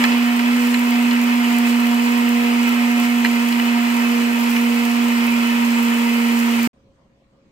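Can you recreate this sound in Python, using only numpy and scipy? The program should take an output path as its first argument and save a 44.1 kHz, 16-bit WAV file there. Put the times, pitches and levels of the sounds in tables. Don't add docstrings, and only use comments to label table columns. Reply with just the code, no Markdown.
import sys
import numpy as np
from scipy import signal
from scipy.io import wavfile
from scipy.ndimage import uniform_filter1d

SR = 44100
rng = np.random.default_rng(int(sys.argv[2]) if len(sys.argv) > 2 else 0)


def linear_from_db(decibels):
    return 10 ** (np.asarray(decibels, float) / 20)


def to_wav(s):
    ch = np.atleast_2d(s).T
    pcm = np.round(np.clip(ch, -1, 1) * 32767)
    wavfile.write(sys.argv[1], SR, pcm.astype(np.int16))


N = 331191
T = np.arange(N) / SR

# time in seconds, turns per second in Hz, hum level in dB,
# hum left minus right in dB.
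SHAFT_RUN = [(0.0, 241.2, -15.5, -1), (0.07, 239.3, -16, -3.5), (0.45, 240.7, -16.5, -4),
             (0.54, 241.6, -16, -3), (1.84, 238.8, -16, -4.5), (2.19, 239.1, -16.5, -4.5),
             (3.16, 239.5, -16.5, -4.5), (3.34, 237.4, -17.5, -5), (4.18, 238.2, -17, -4.5),
             (4.4, 236.8, -18.5, -5.5), (4.61, 237.3, -16.5, -4.0), (4.96, 237.7, -17.5, -5.5),
             (5.09, 237.2, -17, -4.5), (6.63, 234.9, -17, -4.5), (6.67, 238, -17, -4.5)]


def shaft_angle():
    speed_hz = column(SHAFT_RUN, count=1) + 0.38 * drift(top_hz=24.84)
    return 2 * np.pi * np.cumsum(speed_hz) / SR


# multiple of the shaft speed, start phase in radians,
# right minus left in dB, left lead in radians.
OVERTONE_PORTS = [(2, 0.31, -5.5, 1.08), (3, 0.81, -6, 1.1), (4, 1, -4, 2.8)]
# best speed
# in Hz, level in dB, dB lost per Hz away from it, waver in dB, share of the jar's tilt taken (no unit).
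OVERTONE_MOUNTS = [(232.2, -34, 0.43, 2.73, -0.48), (239.2, -36.5, 1.8, 0.4, 1.1),
                   (237., -32.5, 0.6, 1.3, -.2)]
# time in seconds, tilt in dB,
# half length in seconds.
PASTE_LURCHES = [(0.3, 3, 0.098), (0.67, -3, 0.18), (0.97, 5.5, 0.071), (1.15, -5, 0.044),
                 (1.65, 2.5, 0.17), (1.9, 2.5, 0.065), (2.4, 2, .12), (2.63, -2.5, 0.062), (3.0, 3.5, 0.19),
                 (3.52, 0, 0.071), (3.8, 4, 0.081), (4.5, -1, 0.093), (4.88, 6, .08), (5.05, 0, .06),
                 (5.4, 1.5, 0.11), (5.62, -7, 0.071), (5.92, 0, .07)]
# multiple of the shaft speed, left level in dB, right level in dB,
# left lead in radians.
FAINT_OVERTONES = [(5, -50, -48, -.9), (11, -54, -49, -.7), (12, -53, -49, -.8)]


def hum(angle):
    hum_lead = np.interp(T, [0, 4.5], [0.3, 0.02])
    level = linear_from_db(column(SHAFT_RUN, count=2) + 0.35 * drift(top_hz=30.2) - 0.4)
    turning = np.sqrt(2) * level * np.exp(1j * angle)
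    out = ports(turning, column(SHAFT_RUN, count=3), hum_lead)

    tilt_db = swells(PASTE_LURCHES)
    for port, mount in zip(OVERTONE_PORTS, OVERTONE_MOUNTS):
        order, start, right_db, lead = port
        best_hz, top_db, loss_db, waver_db, share = mount
        phase = order * angle + start + 0.34 * drift(top_hz=8.6)
        off_hz = abs(column(SHAFT_RUN, count=1) - best_hz)
        suited_db = top_db - loss_db * off_hz + waver_db * drift(top_hz=5.0)
        left = np.sqrt(2) * linear_from_db(suited_db + share * tilt_db + 1.3 * drift(top_hz=33.97))
        right = left * linear_from_db(right_db + 1.8 * drift(top_hz=6.0))
        out[0] += left * np.cos(phase)
        out[1] += right * np.cos(phase - lead + 0.22 * drift(top_hz=6.5))

    for order, left_db, right_db, lead in FAINT_OVERTONES:
        phase = order * angle + 1.7 * drift(top_hz=12.0)
        z = np.sqrt(2) * linear_from_db(1.7 * drift(top_hz=6.7)) * np.exp(1j * phase)
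        out += [linear_from_db(left_db) * (z * np.exp(1j * lead)).real, linear_from_db(right_db) * z.real]
    return out


def churn_lift_db():
    lumpy_db, settling_s, surge_db = 5, 0.12, 0.41
    return lumpy_db * np.exp(-T / settling_s) + surge_db * drift(top_hz=10.0)


# pitch in Hz, width in Hz, level in dB,
# left minus right in dB, left lead in radians.
JAR_TONES = [(397, 150, -48, 6.5, 1.56), (583, 69, -51, 7, 0.2), (939, 75, -40, -3, 1.5),
             (1057, 52, -46.5, 0, -0.5), (1235, 170, -39.5, -3, -2.5), (1355, 140, -43.5, -1, -1),
             (1567, 80, -42, -0.5, -2.5), (1778, 100, -45.5, 7, 0), (1934, 100, -42, -1.5, -2.0),
             (2035, 29.7, -44, 5, -1.5), (2120, 55, -39, -3, -2.5), (2253, 24, -46, -5, 4.5),
             (2395, 43, -44.5, -4, 6.5), (2584, 49, -38.5, -8, 4), (2842, 110, -47.5, -6.5, 0),
             (2976, 123, -42, -2.5, 0.47), (3312, 40, -47.5, -1.5, 1.5), (4100, 220, -53, 5.5, -7),
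             (4800, 1000, -45.5, 0, -2.0)]
# time in seconds, peak in dB, loudest pitch in Hz,
# low tones in dB, high tones in dB.
HARD_KNOCKS = [(0.0384, -5, 1750, -2.5, -5), (0.0505, -17.5, 2400, -9.5, -10.5),
               (0.1184, -17.5, 1886, -16, -2), (0.392, -14, 2550, -14, -9), (0.741, -11, 2040, -11, -8),
               (0.7885, -22.5, 2560, -8, -8), (0.9555, -16.5, 2550, -15, -5), (1.109, -17.5, 2040, -3, 0),
               (1.4435, -15, 2970, -13, -17), (1.67, -16.5, 2580, -18, -12), (2.674, -19.5, 2420, -9, -13),
               (3.2464, -7.5, 1880, -10.5, -7), (3.2564, -11.5, 2060, -11, -8),
               (3.3304, -18, 2840, -20, -13), (3.523, -19.5, 2930, -6, 2), (3.5954, -13, 2450, -10, -12),
               (3.9036, -24.5, 2574, -15, -13), (4.5635, -12, 2570, -19, -10)]


def jar(angle):
    churn = linear_from_db(churn_lift_db() + 0.21 * drift(top_hz=41.0)) * (1 + 0.061 * np.cos(angle))
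    t = np.arange(1100) / SR
    rise = 1 - np.exp(-t / 0.00043)
    rattle_shape = rise * (np.exp(-t / 0.0016) + 0.41 * np.exp(-t / 0.0094))
    knock_width = 210.0
    out = np.zeros((2, N))
    for hz, width, db, pan_db, lead in JAR_TONES:
        push = rng.standard_normal((2, N)) * linear_from_db(1.1 * drift(top_hz=50.23))
        direct, scattered = ring(push, hz, 1.57 * width)
        size = linear_from_db(db + 3.0) * churn / np.sqrt(np.mean(direct.real ** 2))
        out += size * ports(direct, pan_db, lead)
        out += size * 0.28 * ports(scattered, pan_db, lead + np.pi)

        blows = np.zeros(N)
        rattles = rng.choice([-1.0, 1.0], (len(HARD_KNOCKS), len(t))) * rattle_shape
        for (s, peak_db, near_hz, low_db, high_db), rattle in zip(HARD_KNOCKS, rattles):
            if hz < 1450:
                fit_db = low_db - 18 * (hz < 800)
            elif hz > 3200:
                fit_db = high_db
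            else:
                fit_db = -8.0 * abs(np.log2(hz / near_hz))
            blows[round(s * SR):][:len(t)] += linear_from_db(peak_db + fit_db + 16.5) * rattle
        struck_width = max(knock_width, width)
        struck = ring(blows, hz, struck_width) * np.sqrt(knock_width / struck_width)
        out += ports(struck, 0.45 * pan_db, 0.78 * lead)
    return out


# pitch in Hz, level in dB per Hz.
FIZZ_COLOUR = [(2000, -29.5), (3500, -5.5), (4500, -4), (6500, -4.5), (7900, -1.5), (9400, -11),
               (10800, -6.5), (12800, -6), (17000, -5.5)]
# pitch in Hz, level in dB per Hz.
SPLASH_COLOUR = [(3000, -29), (7000, -6.5), (10000, -13.5), (12500, -5.5), (17000, -6)]
# pitch in Hz, left minus right in dB.
SPRAY_SIDES = [(60, -2), (110, 2), (200, -3), (380, -6.5), (700, 0), (1290, -5.5), (2380, 5.5),
               (4400, -4.5), (8120, -0.5), (15000, 4.5)]
# time in seconds, lift in dB, half length in seconds.
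SPRAY_GUSTS = [(0.04, 3, .1), (0.66, 2, .12), (1.55, 1.5, .06), (1.68, 4, .03), (1.82, 0.5, .03),
               (2.05, 0.5, .1), (2.63, 0.5, .1), (3.04, 3.5, .03), (3.5, 0.5, .08), (3.75, -2, .08),
               (3.97, 0.5, .05), (4.55, 1.5, .08), (6.4, 1.5, .04), (6.66, 2, .05)]
# time in seconds, peak in dB.
LID_SPLASHES = [(0.182, -26), (0.6205, -28), (0.6724, -23.5), (0.7926, -23), (0.8709, -28), (0.9083, -23),
                (1.2406, -24.5), (1.5853, -18), (1.6686, -25.5), (2.0248, -25), (2.1779, -25),
                (2.2912, -20.5), (2.6319, -24), (2.6923, -21.5), (3.4872, -21), (3.6491, -26),
                (3.8332, -24.5), (3.9674, -22), (4.3989, -23), (4.5087, -20), (4.571, -22.5),
                (4.8526, -21.5), (4.9147, -24.5), (5.2669, -24.5), (5.3218, -23.5), (5.6516, -21),
                (5.7074, -26.5), (6.3904, -20.5), (6.6303, -24), (6.6543, -22.5)]


def spray(angle):
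    throb = 1 + 0.06 * np.cos(angle - 2.8) + 0.059 * np.cos(2 * angle + 0.5)
    drops = (rng.random(N) < 90 / SR) * linear_from_db(3.2 * np.minimum(rng.exponential(1, N), 3))
    small = evened(signal.oaconvolve(drops, np.exp(-np.arange(400) / SR / 0.001))[:N])
    level_db, thinning_db_per_s = -35.0, 0.2638
    gust_db = swells(SPRAY_GUSTS) + 0.29 * drift(top_hz=59.0)
    gusts = linear_from_db(level_db + thinning_db_per_s * T + gust_db)
    fizz = noise(FIZZ_COLOUR, [(3000, 0.22), (16000, -0.042)], patchy_db=1.0, pan=SPRAY_SIDES)
    splash = noise(SPLASH_COLOUR, [(3000, 0.13), (16000, -0.19)], patchy_db=-1.0, pan=SPRAY_SIDES)
    cracks = bursts(HARD_KNOCKS, lift_db=-20.5, fade_s=0.0025) * fizz
    large = bursts(LID_SPLASHES, lift_db=3.0, fade_s=0.001) * splash
    return gusts * (throb * fizz + linear_from_db(-7.0) * small * splash) + cracks + large


# pitch in Hz, level in dB per Hz.
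ROAR_COLOUR = [(20, -50.5), (60, -41), (150, -32), (200, -27.5), (240, -2.5), (290, -29.5), (340, -18),
               (600, -23), (800, -19), (950, -20.5), (1600, -22.5), (2500, -13.5), (3600, -24.5),
               (9000, -57.5)]
# pitch in Hz, likeness (no unit, 1 = the same).
ROAR_LIKENESS = [(30, 0.97), (80, 0.99), (150, 0.67), (350, .92), (500, 0.52), (800, 0.9), (1500, 0.053),
                 (9000, 0.21)]
# time in seconds, lift of the boom in dB, half length in seconds.
PHONE_BUMPS = [
    (0., 15, 0.085),
    (2.45, 3, 0.092),
    (3.65, 0, .12),
    (4.35, 8.5, 0.28),
    (5.26, 8, .1),
    (5.6, 6, .06),
    (5.95, 2, .12),
    (6.67, 14, 0.11),
]


def wash():
    roar_level = linear_from_db(churn_lift_db() - 30.0 + 0.81 * drift(top_hz=69.6))
    roar = roar_level * noise(ROAR_COLOUR, ROAR_LIKENESS, patchy_db=0.37)
    boom_db, rise_db_per_s, waver_db = -69, 0.9, 3.5
    boom_level = linear_from_db(boom_db + rise_db_per_s * T + swells(PHONE_BUMPS) + waver_db * drift(top_hz=4.9))
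    boom = evened(ring(rng.standard_normal(N), 95.0, 25.0).real)
    return roar + boom_level * boom


# pitch in Hz, level in dB per Hz.
ROOM_COLOUR = [(25, -17), (65, -10), (130, -13.5), (250, -8), (420, -15.5), (550, -14), (800, -22.5),
               (1000, -20.5), (1500, -28), (2600, -29.5), (4200, -35), (8500, -42), (9300, -54),
               (15700, -56)]
# pitch in Hz, likeness (no unit, 1 = the same).
ROOM_LIKENESS = [(60, 0.84), (180, 0.98), (550, 0.52), (1650, -0.15), (4970, -0.06), (15000, 0.3)]
# pitch in Hz, width in Hz, level in dB.
APPLIANCE_HUMS = [(62.3, 23, -70.5), (125.4, 33, -67.5), (208, 40, -65), (543, 20, -68)]


def kitchen():
    out = linear_from_db(-59.0) * noise(ROOM_COLOUR, ROOM_LIKENESS, patchy_db=2.5)
    for hz, width, db in APPLIANCE_HUMS:
        out += linear_from_db(db) * evened(ring(rng.standard_normal(N), hz, width).real)
    return out


def evened(x):
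    return x / np.sqrt(np.mean(x ** 2) + 1e-20)


def read(points, hz):
    f, value = np.transpose(points)
    return np.interp(np.log(hz + 1), np.log(f + 1), value)


def column(rows, count):
    columns = np.transpose(rows)
    return np.interp(T, columns[0], columns[count])


def drift(top_hz):
    t = T[::128]
    slow = 0
    for f in np.geomspace(top_hz / 20, top_hz, 24):
        slow = slow + np.sin(2 * np.pi * (f * t + rng.random())) / np.sqrt(f)
    return np.interp(T, t, evened(slow))


def swells(events):
    return sum(lift_db * np.exp(-((T - s) / half) ** 2) for s, lift_db, half in events)


def bursts(events, lift_db, fade_s):
    hits = np.zeros(N)
    for s, peak_db, *_ in events:
        hits[round(s * SR)] += linear_from_db(peak_db + lift_db)
    return signal.oaconvolve(hits, np.exp(-np.arange(600) / SR / fade_s))[:N]


def ring(x, hz, width):
    r = np.exp(-np.pi * width / SR)
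    pole = [1, -r * np.exp(2j * np.pi * hz / SR)]
    return signal.lfilter([(1 - r) ** 2], np.convolve(pole, pole), x)


def ports(z, pan_db, lead):
    left = linear_from_db(pan_db / 2) * (z * np.exp(1j * lead)).real
    right = linear_from_db(-pan_db / 2) * z.real
    return np.array([left, right])


def noise(spectrum, same, patchy_db, pan=((1, 0), (2, 0))):
    frames, hz = N // 256 + 5, np.fft.rfftfreq(1024, 1 / SR)
    a, b, c, d, patches = rng.standard_normal((frames, 513, 5)).T
    patches = evened(uniform_filter1d(uniform_filter1d(patches, 14, 0), 12, 1))
    like = np.clip(read(same, hz), -1, 1)[:, None]
    left = a + 1j * b
    right = like * left + np.sqrt(1 - like ** 2) * (c + 1j * d)
    z = np.array([left, right])
    z *= linear_from_db(read(spectrum, hz)[:, None] + patchy_db * patches)
    z *= linear_from_db(np.outer([0.5, -0.5], read(pan, hz)))[:, :, None]
    return evened(signal.istft(z, nperseg=1024, noverlap=768)[1][:, :N])


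def scene():
    change_s, resume_s = 6.6745, 6.732
    angle = shaft_angle()
    grinder = hum(angle) + jar(angle) + spray(angle) + wash()
    fade_in = np.clip((T - resume_s) * 1500, 0, 1)
    return grinder * (T < change_s) + kitchen() * fade_in


def roll_off(x):
    return signal.sosfilt(signal.butter(12, 15750, fs=SR, output="sos"), x)


def record(dry):
    edge = signal.firwin(401, 15800, window=("kaiser", 9), fs=SR)
    limited = signal.oaconvolve(dry, edge[None], "same", axes=1)
    return roll_off(limited)


dry = scene()
out = record(dry)
to_wav(out)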